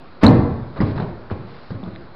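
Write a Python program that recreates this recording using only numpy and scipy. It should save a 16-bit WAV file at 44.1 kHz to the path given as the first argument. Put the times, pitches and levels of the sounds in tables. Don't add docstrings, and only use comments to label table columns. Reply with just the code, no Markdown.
import sys
import numpy as np
from scipy import signal
from scipy.fft import rfft, irfft
from scipy.io import wavfile
from scipy.ndimage import uniform_filter1d

SR = 44100
rng = np.random.default_rng(int(sys.argv[2]) if len(sys.argv) > 2 else 0)


def file_out(sig):
    cols = np.atleast_2d(sig).T
    lim = np.clip(cols, -1, 1)
    pcm = np.round(lim * 32767).astype(np.int16)
    wavfile.write(sys.argv[1], SR, pcm)


def gain_from_db(level_db):
    decades = np.asarray(level_db, float) / 20
    return 10 ** decades


N = 94815

# frequency in Hz, level in dB per Hz.
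FOAM_SPECTRUM = [(180, -5.5), (280, -0.5), (600, -0.5), (1050, -3.5), (2000, -16), (3100, -26.5),
                 (4100, -25), (6200, -42)]


def evened(x):
    return x / np.sqrt(np.mean(x ** 2) + 1e-20)


def read(points, hz):
    f, value = np.transpose(points)
    return np.interp(np.log(hz + 1), np.log(f + 1), value)


def add(mix, s, sound):
    part = mix[round(s * SR):][:len(sound)]
    part += sound[:len(part)]


def colour(x, points, tilt_db=0):
    hz = np.fft.rfftfreq(len(x), 1 / SR)
    inside = (hz > points[0][0]) & (hz < points[-1][0])
    level_db = read(points, hz) + tilt_db * np.log2(hz / 1000 + 1e-3)
    gain = evened(inside * gain_from_db(level_db))
    return irfft(rfft(x) * gain, len(x))


def air():
    # frequency in Hz, level in dB per Hz.
    bustle = [(20, -16.5), (60, -12), (350, -14.5), (1300, -20), (2200, -29.5), (3200, -36), (4100, -31.5),
              (6200, -47.5)]
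    level_db, patch_db = -44, 1.5
    frames, hz = N // 256 + 5, np.fft.rfftfreq(1024, 1 / SR)
    real, imaginary, patches = rng.standard_normal((frames, 513, 3)).T
    patches = uniform_filter1d(patches, 8, 0)
    patches = evened(uniform_filter1d(patches, 12, 1))
    gain = gain_from_db(read(bustle, hz)[:, None] + patch_db * patches)
    z = (real + 1j * imaginary) * gain * (hz < bustle[-1][0])[:, None]
    noise = signal.istft(z, nperseg=1024, noverlap=768)[1][:N]
    return gain_from_db(level_db) * evened(noise)


def scuffs():
    # start in seconds, length in seconds, level in dB, brightness in dB per octave.
    strokes = [
        (.212, 0.045, -29, 4),
        (0.758, 0.034, -31.5, 0),
        (0.824, .1, -40.5, 5),
        (0.955, 0.02, -39.5, 4.5),
        (1.305, 0.013, -27.5, -0.5),
        (1.461, 0.14, -48.5, 6.5),
        (1.585, 0.15, -53.5, 11),
        (1.826, 0.1, -53.5, 4.5),
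        (2.05, .09, -77, 1),
    ]
    grains_per_s, grain_db = 9000, 1.5
    out = np.zeros(N)
    grains = rng.standard_normal(N) * gain_from_db(grain_db * rng.exponential(1, N))
    grains *= rng.random(N) < grains_per_s / SR
    for s, length, level_db, tilt_db in strokes:
        cloth = evened(colour(grains, FOAM_SPECTRUM, tilt_db))
        rub = cloth[round(s * SR):][:round(length * SR)]
        swell = np.sin(np.pi * np.linspace(0, 1, len(rub)) ** 1.18) ** 0.4
        add(out, s, gain_from_db(level_db) * rub * swell)
    return out


def landings():
    # start in seconds, push in dB, floor ring in Hz, ring t60 in seconds, slap in dB.
    falls = [(0.227, -12, 240, .03, -23), (.233, 5, 239, 0.054, -6.5), (0.2428, 9.5, 203, 0.06, -9.5),
             (.261, 0.5, 224.3, 0.19, -17), (0.2831, 0.5, 190, 0.077, -18.5),
             (.3035, -10.5, 236.7, 0.16, -22.5), (.791, -14, 110, .05, -35.5),
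             (0.8043, -6, 173, 0.063, -21), (0.8149, -5.5, 198, 0.045, -20),
             (0.831, -12, 101.7, 0.38, -63.5), (0.965, -18, 127, 0.18, -35),
             (0.978, -23.5, 149.5, 0.26, -25), (0.999, -14, 205, 0.033, -24), (1.021, -15, 164, 0.1, -28),
             (1.314, -15, 174, 0.029, -29), (1.321, -14, 90.4, .12, -42), (1.388, -33.5, 108.3, 0.55, -62),
             (1.705, -23.5, 109, 0.11, -35), (1.716, -21.5, 170.6, .12, -45), (1.7462, -21, 101, 0.13, -38),
             (1.831, -21.5, 186.5, 0.12, -39), (1.859, -27.5, 208.7, 0.17, -38),
             (1.875, -18, 175, 0.061, -43), (1.952, -38.5, 154, 0.078, -65)]
    # frequency in Hz, level in dB per Hz.
    boards = [(22, -5.5), (50, -12.5), (110, -2), (200, -1.5), (350, -5.5), (700, -17.5)]
    push_rise_s, slap_rise_s, sag = 0.00067, 0.00067, 0.15
    shudder_db, shudder_t60, slap_t60 = -14.5, 0.14, 0.1
    t = np.arange(SR // 2) / SR
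    push, shudder_power, slap_power = np.zeros(N), np.zeros(N), np.zeros(N)
    for s, push_db, hz, t60, slap_db in falls:
        turns = np.cumsum(hz * (1 + sag * np.exp(-t * hz))) / SR
        rise = 1 - np.exp(-t / push_rise_s)
        slap_rise = 1 - np.exp(-t / slap_rise_s)
        add(push, s, rise * gain_from_db(push_db - 60 * t / t60) * np.sin(2 * np.pi * turns))
        add(shudder_power, s, rise ** 2 * gain_from_db(2 * (push_db + shudder_db - 60 * t / shudder_t60)))
        add(slap_power, s, slap_rise ** 2 * gain_from_db(2 * (slap_db - 60 * t / slap_t60)))
    noise = rng.standard_normal((2, N))
    shudder = np.sqrt(shudder_power) * colour(noise[0], boards)
    slap = np.sqrt(slap_power) * colour(noise[1], FOAM_SPECTRUM)
    return push, shudder, slap


def snaps():
    # start in seconds, peak in dB, pitch in Hz, length in seconds.
    cracks = [(.2368, -12, 1900, .003), (.2645, -7, 4050, .004), (.279, -18, 4200, .004),
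              (.7765, -40, 3900, .005), (.8022, -22, 1950, .005), (.8105, -32, 4900, .004),
              (.9755, -38, 4000, .005), (.984, -26, 1400, .004), (1.005, -39, 3900, .006),
              (1.3006, -25, 1400, .002), (1.3095, -26, 900, .004), (1.7035, -35, 1500, .004),
              (1.711, -36, 1600, .003), (1.711, -43, 4500, .003), (1.828, -37, 1200, .003),
              (1.8365, -39, 3500, .003), (1.9525, -43, 3700, .003), (1.9525, -40, 1500, .003),
              (1.960, -30, 1900, .002), (1.960, -35, 3800, .002)]
    out = np.zeros(N)
    for s, peak_db, hz, length in cracks:
        t = np.arange(0, length, 1 / SR)
        bump = np.sin(np.pi * t / length) ** 2
        add(out, s, gain_from_db(peak_db) * bump * np.sin(2 * np.pi * hz * t))
    return out


def hall(x):
    # frequency in Hz, t60 in seconds.
    decay = [(40, 1.0), (120, 1), (300, 0.72), (1000, 1.0), (3000, 0.66), (6000, 0.84)]
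    start_s, spacing = 0.01, 20
    taps = np.zeros(SR)
    at = np.arange(0, SR - spacing, spacing)
    taps[at + rng.integers(0, spacing, len(at))] = rng.choice([-1., 1.], len(at))
    taps *= np.clip(np.arange(SR) / SR / start_s - .5, 0, 1)
    hz, t, z = signal.stft(taps, SR, nperseg=512)
    fade = gain_from_db(-60 * t / read(decay, hz)[:, None])
    tail = signal.istft(z * fade, SR, nperseg=512)[1]
    return signal.fftconvolve(x, tail / np.linalg.norm(tail))[:N]


def scene():
    push, shudder, slap = landings()
    snap, rub = snaps(), scuffs()
    wet = gain_from_db(-16) * push + gain_from_db(4.5) * shudder
    wet += gain_from_db(-4.5) * (slap + rub) + gain_from_db(-23.5) * snap
    angle = 2 * np.pi * 9 * np.arange(N) / SR + np.pi / 3 * np.arange(3)[:, None]
    turns = np.cos(angle) * np.sqrt(2 / 3)
    echoes = sum(hall(wet * turn) for turn in turns)
    return (push + shudder + slap + snap + rub + echoes + air())[None]


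def top_cut(x):
    return signal.sosfilt(signal.butter(12, 15900, fs=SR, output="sos"), x)


def record(dry):
    bass_hz, edge_hz, ceiling, offset = 15, 5450, .712, .0085
    edge = signal.firwin(141, edge_hz, window=("kaiser", 8), fs=SR)[None]
    bass_cut = signal.lfilter(*signal.butter(1, bass_hz, "high", fs=SR), dry)
    narrow = signal.oaconvolve(bass_cut, edge, "same")
    clipped = np.clip(narrow + offset, -ceiling, ceiling)
    return top_cut(uniform_filter1d(clipped, size=2))


dry = scene()
out = record(dry)
file_out(out)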